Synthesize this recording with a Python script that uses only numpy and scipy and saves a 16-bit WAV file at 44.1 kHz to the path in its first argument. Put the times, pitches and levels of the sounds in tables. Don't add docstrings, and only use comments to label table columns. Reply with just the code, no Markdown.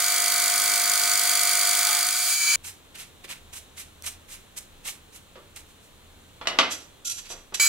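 import sys
import numpy as np
from scipy import signal
from scipy.fft import rfft, irfft, next_fast_len
from scipy.io import wavfile
from scipy.ndimage import uniform_filter1d

SR = 44100
rng = np.random.default_rng(int(sys.argv[2]) if len(sys.argv) > 2 else 0)


def waveform_to_disk(signal):
    frames = np.transpose(np.atleast_2d(signal))
    scaled = np.clip(frames, -1, 1) * 32767
    samples = np.round(scaled).astype(np.int16)
    wavfile.write(sys.argv[1], SR, samples)


N = 338688
T = np.arange(N) / SR

# hz, density_db_per_hz
SCRUB = [(290, -56), (500, -16), (1140, -9.5), (1680, -8), (1890, -5.5), (2520, -2.5), (5000, -11),
         (6500, -57), (11000, -120)]
# hz, side_minus_mid_db
SIDE_RUNNING = [(60, -29), (200, -32), (700, -6), (1300, -17.5), (2400, -9.5), (4400, -3), (15000, -2.5)]
# hz, side_minus_mid_db
SIDE_QUIET = [(30, -17), (110, -7), (380, -4), (1300, -2), (4400, -0.5), (15000, -1.5)]


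def undb(db):
    return 10 ** (np.asarray(db) / 20)


def unit(x):
    return x / np.sqrt(np.mean(x ** 2))


def colour(x, table):
    hz, db = np.transpose(table)
    size = next_fast_len(len(x))
    f = np.arange(size // 2 + 1) * SR / size + 1
    gain = undb(np.interp(np.log(f), np.log(hz), db))
    return irfft(rfft(x, size) * gain, size)[:len(x)]


def ring(x, modes):
    return sum(undb(db) * signal.lfilter(*signal.iirpeak(hz, hz / width, SR), x) for hz, width, db in modes)


def curves(tables, silent):
    out = np.outer(silent, np.ones(N))
    for table in tables:
        s, *columns = np.transpose(table)
        on = (T >= s[0]) & (T <= s[-1])
        out[:, on] = [np.interp(T[on], s, c) for c in columns]
    return out


def walk(rate_hz, size=N):
    k = int(SR / rate_hz)
    steps = np.repeat(rng.standard_normal(size // k + 1), k)
    return 0.914 * uniform_filter1d(steps, k)[:size]


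def grains(scatter_db, rate_hz):
    return unit(rng.standard_normal(N) * undb(scatter_db * walk(rate_hz)))


def tones(cycles, levels_db, on, flutter_db, drift_turns, rate_hz):
    out, size = np.zeros(N), on.sum()
    for c, db in zip(cycles, levels_db):
        gain = undb(db + flutter_db * walk(rate_hz, size))
        phase_turns = c + drift_turns * walk(rate_hz, size) + rng.random()
        out[on] += gain * np.cos(2 * np.pi * phase_turns)
    return out / np.std(out[on])


def swells(table, tail_db, tail_ms):
    out = np.zeros((2, N))
    for s, db, rise_ms, fall_ms, low_db in table:
        i, j = int((s - .15) * SR), int((s + .3) * SR)
        t_ms = (T[i:j] - s) * 1000
        bell = undb(-26 * (t_ms / np.where(t_ms < 0, rise_ms, fall_ms)) ** 2)
        tail_width_ms = np.where(t_ms < fall_ms, fall_ms, tail_ms)
        tail = undb(2 * tail_db - 26 * ((t_ms - fall_ms) / tail_width_ms) ** 2)
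        out[:, i:j] += undb(2 * (db + np.array([[0], [low_db]]))) * (bell + tail)
    return np.sqrt(out)


def wide(source, side_table, pan_db=0., shared=.2):
    mid = source()
    copy = signal.hilbert(mid, next_fast_len(N)).imag[:N]
    side = colour(np.sqrt(shared) * copy + np.sqrt(1 - shared) * source(), side_table)
    return np.array([(mid + side) * undb(pan_db / 2), (mid - side) * undb(-pan_db / 2)])


def room(x, tail_db):
    # hz, t60_s
    decay = [(200, 0.48), (700, 0.25), (2000, 0.33), (5000, 0.16), (12000, 0.19)]
    t = T[:SR // 2]
    tail = np.zeros(len(t))
    for hz, t60_s in decay:
        band = signal.lfilter(*signal.iirpeak(hz, .8, SR), rng.standard_normal(len(t)))
        tail += band * undb(-60 * t / t60_s)
    tail *= np.clip(t / 0.0042, 0, 1)
    return x + undb(tail_db) * signal.fftconvolve(x, tail / np.linalg.norm(tail))[:N]


def machine():
    # start_s, drone_db, hiss_db, low_hiss_above_hiss_db
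    running = [
        [(0, -40, -30.5, -1), (.15, -38.5, -30, -1.5), (1.75, -39, -29, -1), (1.9, -40, -29.5, 3),
         (2.22, -46, -34, 0), (2.33, -48, -31, -2), (2.38, -54, -36, -9), (2.558, -49, -34, -5)],
        [(7.598, -58, -35, -5), (7.68, -58, -35, -5)],
    ]
    # start_s, turns_per_s, hunting_turns
    spindle = [(0, 50.335, .0016), (1.75, 50.325, .0016), (1.88, 50.325, .012), (2.1, 51.0, .014)]
    # hz, width_hz, gain_db
    drone_modes = [(282.6, 49, -12.5), (484, 184, -16.5), (709, 57.4, 3), (924, 40, -6), (1142, 240, -6.5),
                   (1256, 30, -1.5), (1362, 40, -12.5), (1462, 64, 0), (1544, 80, -1.5), (1753, 65, -7),
                   (1985, 143, -2), (2116, 125, .5), (2299, 82, 4), (2550, 260, -25)]
    # hz, density_db_per_hz
    hiss_spectrum = [(88, -58), (150, -31), (291, -40), (601, -27), (702, -5.5), (821, -30), (960, -26),
                     (1240, -10), (2310, -3.5), (2810, -4), (3300, 0), (4580, 0), (5460, -5), (8730, -2),
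                     (16000, -11.5)]
    # hz, width_hz, gain_db
    frame_modes = [(1260, 40, -5), (1460, 60, -6), (2310, 76, -4), (3300, 150, -6), (4586, 16, 8),
                   (4620, 260, -2), (5180, 60, -5), (6060, 150, -8), (6550, 50, -5), (6850, 170, -2),
                   (7690, 110, -6), (7950, 56, -5), (8660, 190, -4), (9600, 120, -3), (11100, 160, -4),
                   (12100, 90, -7), (15500, 300, -9)]
    first_bite_s = .0015
    multiples = range(5, 60)
    edge_multiple, edge_db, edge_from_s, edge_to_s = 17, 20, 1.85, 2

    drone_db, hiss_db, low_db = curves(running, [-120, -120, 0])
    on = drone_db > -100
    s, turns_per_s, hunting_turns = np.transpose(spindle)
    turns = np.cumsum(np.interp(T, s, turns_per_s)) / SR - first_bite_s * turns_per_s[0]
    hunting = np.interp(T, s, hunting_turns)
    wobble = hunting * walk(25.22)

    bite_share = np.where(T < 2.12, 0.43, np.interp(T, [2.12, 2.18], [0.366, 0.074]))
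    bite_scatter = rng.standard_normal(N // 500)[np.floor(turns).astype(int) + 1]
    force = undb((0.5 + 110 * hunting) * bite_scatter)
    phase = turns % 1
    burst = force * np.clip(phase / 0.052, 0, 1) * np.exp(-(phase / 0.25) ** 2.57)
    gate = 1 - bite_share + 2.07 * bite_share * burst
    low_split = [(10, 0), (1500, 0), (6000, -20), (20000, -20)]
    high_split = [(10, -20), (1500, -20), (6000, 0), (20000, 0)]

    hz, width_hz, gain_db = np.transpose(drone_modes)
    levels_db = []
    for k in multiples:
        detuning = 2 * (k * turns_per_s[0] - hz) / width_hz
        levels_db.append(10 * np.log10(np.sum((undb(gain_db) / (1 + detuning ** 2)) ** 2)))
    edge = (T[on] > edge_from_s) & (T[on] < edge_to_s)
    levels_db[multiples.index(edge_multiple)] += edge_db * uniform_filter1d(1. * edge, SR // 50)

    def play():
        cycles = [k * (turns + wobble)[on] for k in multiples]
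        drone = tones(cycles, levels_db, on, 2.2, 8 * hunting[on], 29.79)
        noise = grains(1.16, 1500)
        low = colour(noise * gate ** 0.17 * undb(low_db), low_split)
        gated = low + colour(noise * gate, high_split)
        hiss = unit(colour(gated, hiss_spectrum)) + undb(-3.07) * unit(ring(gated, frame_modes))
        return undb(drone_db + 7.5) * drone + undb(hiss_db + 4.5) * hiss
    return wide(play, SIDE_RUNNING, -1.0)


def shop():
    # hz, density_db_per_hz
    air_spectrum = [(14, -21), (27, 5.5), (38, -12), (60, -6.5), (204, -13), (499, -16), (628, -19.5),
                    (1100, -20.5), (2060, -25), (2910, -23), (3500, -22), (4200, -24.5), (4800, -34),
                    (7120, -28), (16000, -36)]
    # start_s, level_db
    floor = [(0, -69), (2.1, -83), (2.45, -56), (2.557, -50), (2.559, -53), (7.59, -54.5), (7.61, -54)]
    # start_s, level_db
    hum_levels = [(2.56, -59), (2.68, -51.5), (2.78, -65.5), (4.06, -54.5), (4.29, -63), (6.79, -63),
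                  (7.6, -67)]
    # start_s, pitch_hz, peak_db
    whistle = [(2.9, 3745, -80), (3.1, 3740, -69), (3.75, 3735, -70), (4.1, 3725, -84), (5.3, 3700, -84),
               (5.6, 3690, -72), (6.4, 3410, -72), (7.0, 3340, -66), (7.59, 3290, -67)]

    hum_db = curves([hum_levels], [-76])[0]
    hum_hz = 83 + 6.27 * walk(2.7)
    hum_gain = np.sqrt(2) * undb(hum_db - 1.5 + 3.3 * walk(6.5))
    hum = hum_gain * np.cos(2 * np.pi * np.cumsum(hum_hz) / SR)

    whine_hz, whine_db = curves([whistle], [3500, -120])
    whine_turns = np.cumsum(whine_hz) / SR + 0.046 * walk(40)
    whine = undb(whine_db + 3.0 * walk(6.2)) * np.cos(2 * np.pi * whine_turns)

    floor_db = np.interp(T, *np.transpose(floor)) + 0.4 * walk(1.97)

    def play():
        return undb(floor_db) * unit(colour(rng.standard_normal(N), air_spectrum))
    return wide(play, SIDE_QUIET) + hum + whine


def feed():
    # start_s, level_db
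    effort = [
        [(2.1, -41.5), (2.3, -31.5), (2.42, -26.5), (2.558, -21)],
        [(7.598, -20), (7.68, -21)],
    ]
    # pitch_hz, relative_level_db
    whine = [(2309, -22.5), (2412, -44), (3058, -35), (4086, -32), (4613, -32.5), (4657, -33), (4721, -34),
             (5098, -33.5), (5975, -32.5), (6460, -33), (6896, -41), (6944, -25), (7822, -44), (8075, -51),
             (8280, -34), (8742, -47), (10815, -32)], [(2304, -29.5), (3058, -41), (4081, -34.5),
             (4694, -37), (5098, -36.5), (6013, -38), (6428, -37), (6923, -31.5), (7375, -37),
             (7860, -33.5), (10831, -34), (11967, -43), (12225, -47), (12925, -52)]
    effort_db = curves(effort, [-120])[0]

    def play():
        out = np.zeros(N)
        for passage, lines in zip(effort, whine):
            on = (T >= passage[0][0]) & (T <= passage[-1][0])
            out += tones([hz * T[on] for hz, _ in lines], np.array(lines)[:, 1], on, 1.84, 0.04, 65.8)
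            noise = rng.standard_normal(on.sum())
            skirts = sum(ring(ring(noise, [(hz, 240., 0)]), [(hz, 240., db)]) for hz, db in lines)
            out[on] += undb(-6) * unit(skirts)
            table_drag = [(1620, 1140.0, 0)]
            out[on] += undb(-13.5) * unit(ring(ring(noise, table_drag), table_drag))
        return undb(effort_db) * out
    return wide(play, SIDE_RUNNING, -0.59)


def brush():
    # peak_s, hiss_db, half_length_ms, scrub_above_hiss_db, touch_down_lead_ms, touch_down_db
    strokes = [(2.679, -40, 35, -7.5, 28, -42.5), (3.006, -44, 42, -1, 49, -47.5),
               (3.313, -41, 28.6, 1, 64, -48.5), (3.571, -41.5, 28, -7.5, 33, -42.5),
               (3.804, -42, 33, -5.5, 23, -45), (4.074, -33, 21.3, -6, 28, -42.5),
               (4.332, -44, 40, -4.5, 40, -55), (4.582, -37, 13, -9, 7, -41),
               (4.885, -35.5, 34.4, -5, 26, -43), (5.16, -47.5, 23, -7, 26, -55),
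               (5.59, -51, 33, -6, 20, -44.5), (5.704, -62, 32, -4, 10, -70), (5.845, -62, 44, -9, 10, -70)]
    # hz, density_db_per_hz
    bristle_spectrum = [(2350, -21), (4000, -5.5), (4710, -12), (5350, -4), (8260, -0.5), (12700, -7.5),
                        (16000, -17)]
    # start_s, level_db
    ticks = [(2.955, -52), (3.3059, -43), (3.3144, -52), (3.7964, -40), (4.0233, -32), (4.064, -31),
             (4.8768, -33.5), (5.562, -31)]
    settle_db, settle_ms = -15, 64
    touch_ms, touch_scrub_db = 12, 4

    sweep_rows, touch_rows = [], []
    for s, db, half_ms, scrub_db, lead_ms, touch_db in strokes:
        sweep_rows.append((s, db, half_ms, half_ms, scrub_db))
        touch_rows.append((s - lead_ms / 1000, touch_db, touch_ms, touch_ms, scrub_db + touch_scrub_db))
    sweeps = swells(sweep_rows, settle_db, settle_ms)
    touches = swells(touch_rows, settle_db, touch_ms)
    hiss, scrub = np.hypot(sweeps, touches)

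    def play():
        tips = unit(colour(grains(1.9, 2000), bristle_spectrum))
        tuft = unit(colour(grains(3.4, 900), SCRUB))
        out = hiss * tips + scrub * tuft
        tick_decay = undb(-60 * T[:300] / 0.0044)
        for s, db in ticks:
            i = int(s * SR)
            out[i:i + 300] += undb(db) * tips[i:i + 300] * tick_decay
        return room(out, -12.5)
    return wide(play, SIDE_QUIET, -2.5)


def knocks():
    # start_s, early_level_db, contact_ms, rattle_t60_s, crack_above_rattle_db
    hits = [(3.246, -55, 0.97, 0.025, -8), (5.356, -49.5, 0.66, 0.15, -12), (6.413, -43, 0.18, 0.094, -13),
            (6.456, -46, 0.16, 0.095, -13), (6.472, -28.5, 0.019, 0.037, 26),
            (6.485, -40.5, 0.25, 0.79, -13), (6.5875, -19.5, 0.047, 0.32, 16), (7.303, -48, 0.62, 0.37, -9),
            (7.523, -49.5, 0.85, .13, -4), (7.596, -48, 0.2, 0.035, 9)]
    # hz, density_db_per_hz
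    clack_spectrum = [(90, -46), (150, -21), (380, -14), (550, -6.5), (870, -7), (1420, -2.5), (2360, -4),
                      (3400, -1.5), (7300, -11), (12200, -32), (16000, -50)]
    # hz, width_hz, gain_db
    vise_modes = [(430, 120, -1), (560, 150, -1), (740, 120, -2), (960, 80, -5), (1140, 80, -5),
                  (1380, 160, 0), (1950, 200, -1), (2860, 200, 2), (3400, 300, -1), (4050, 450, -4),
                  (5200, 900, -11)]
    # hz, side_minus_mid_db
    side_table = [(60, -11), (110, -9), (200, -15), (380, -15), (700, -7), (1290, -4), (2380, -1.5),
                  (4400, -1), (8120, 1), (15000, -1)]

    def play():
        out, t = np.zeros(N), T[:SR // 2] - .01
        for s, db, contact_ms, t60_s, crack_db in hits:
            noise = rng.standard_normal(len(t)) * (t >= 0)
            rattle = noise * undb(-60 * t / t60_s)
            crack = noise * undb(crack_db - 60 * t / 0.029)
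            source = crack + signal.lfilter(*signal.butter(1, 4000, fs=SR), rattle)
            body = colour(source, clack_spectrum) + undb(-5) * ring(source, vise_modes)
            push = np.exp(-(T[:200] * 1000 / contact_ms))
            hit = np.convolve(body, push)[:len(t)]
            hit *= undb(db) / np.std(hit[t < .03])
            i = int((s + t[0]) * SR)
            out[i:i + len(t)] += hit[:N - i]
        return room(out, -2.9)
    return wide(play, side_table, -1.1)


def slide():
    # peak_s, level_db, rise_ms, fall_ms, scrub_above_level_db
    jerks = [(6.721, -32, 18, 36, -11.5), (7.054, -31, 5.8, 16, -41), (7.077, -29, 17, 15, -26),
             (7.1, -28, 7.4, 5.1, -24), (7.12, -31, 16, 11, -20), (7.19, -39.5, 19, 13, -9),
             (7.261, -50.5, 22, 31, -2), (7.318, -39, 29, 27, -10), (7.547, -27.5, 5.7, 14, -9)]
    # hz, density_db_per_hz
    rub_spectrum = [(1150, -63), (1380, -24), (2050, -32), (2500, 3), (5190, 2), (5970, 1), (6650, 4),
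                    (11400, -2.5), (13600, -13), (15400, -44), (16000, -89)]
    # hz, width_hz, gain_db
    block_modes = [(1380, 40, 17), (3380, 90, -8), (4000, 150, -9), (4800, 100, -6), (5780, 110, 2),
                   (6020, 110, 4), (6230, 60, -1), (7150, 190, 0), (7400, 50, -2), (7750, 100, -6),
                   (8700, 150, -3), (11300, 250, -2), (13100, 100, -1)]
    level, scrub = swells(jerks, -16.5, 112)

    def play():
        slips = grains(2.0, 1000)
        steady_rub = colour(slips, rub_spectrum)
        rub = colour(level * slips, rub_spectrum) / np.std(steady_rub)
        rung = ring(rub, block_modes) / np.std(ring(unit(steady_rub), block_modes))
        jaw = scrub * unit(colour(slips, SCRUB))
        return room(undb(-9) * rub + undb(-3.0) * rung + jaw, -10.5)
    return wide(play, SIDE_QUIET, -4.5)


def scene():
    return machine() + shop() + feed() + brush() + knocks() + slide()


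def record(dry):
    top_hz = 15760
    lowpass = signal.ellip(12, .3, 80, top_hz, fs=SR, output="sos")
    return signal.sosfilt(lowpass, np.tanh(dry))


dry = scene()
out = record(dry)
waveform_to_disk(out)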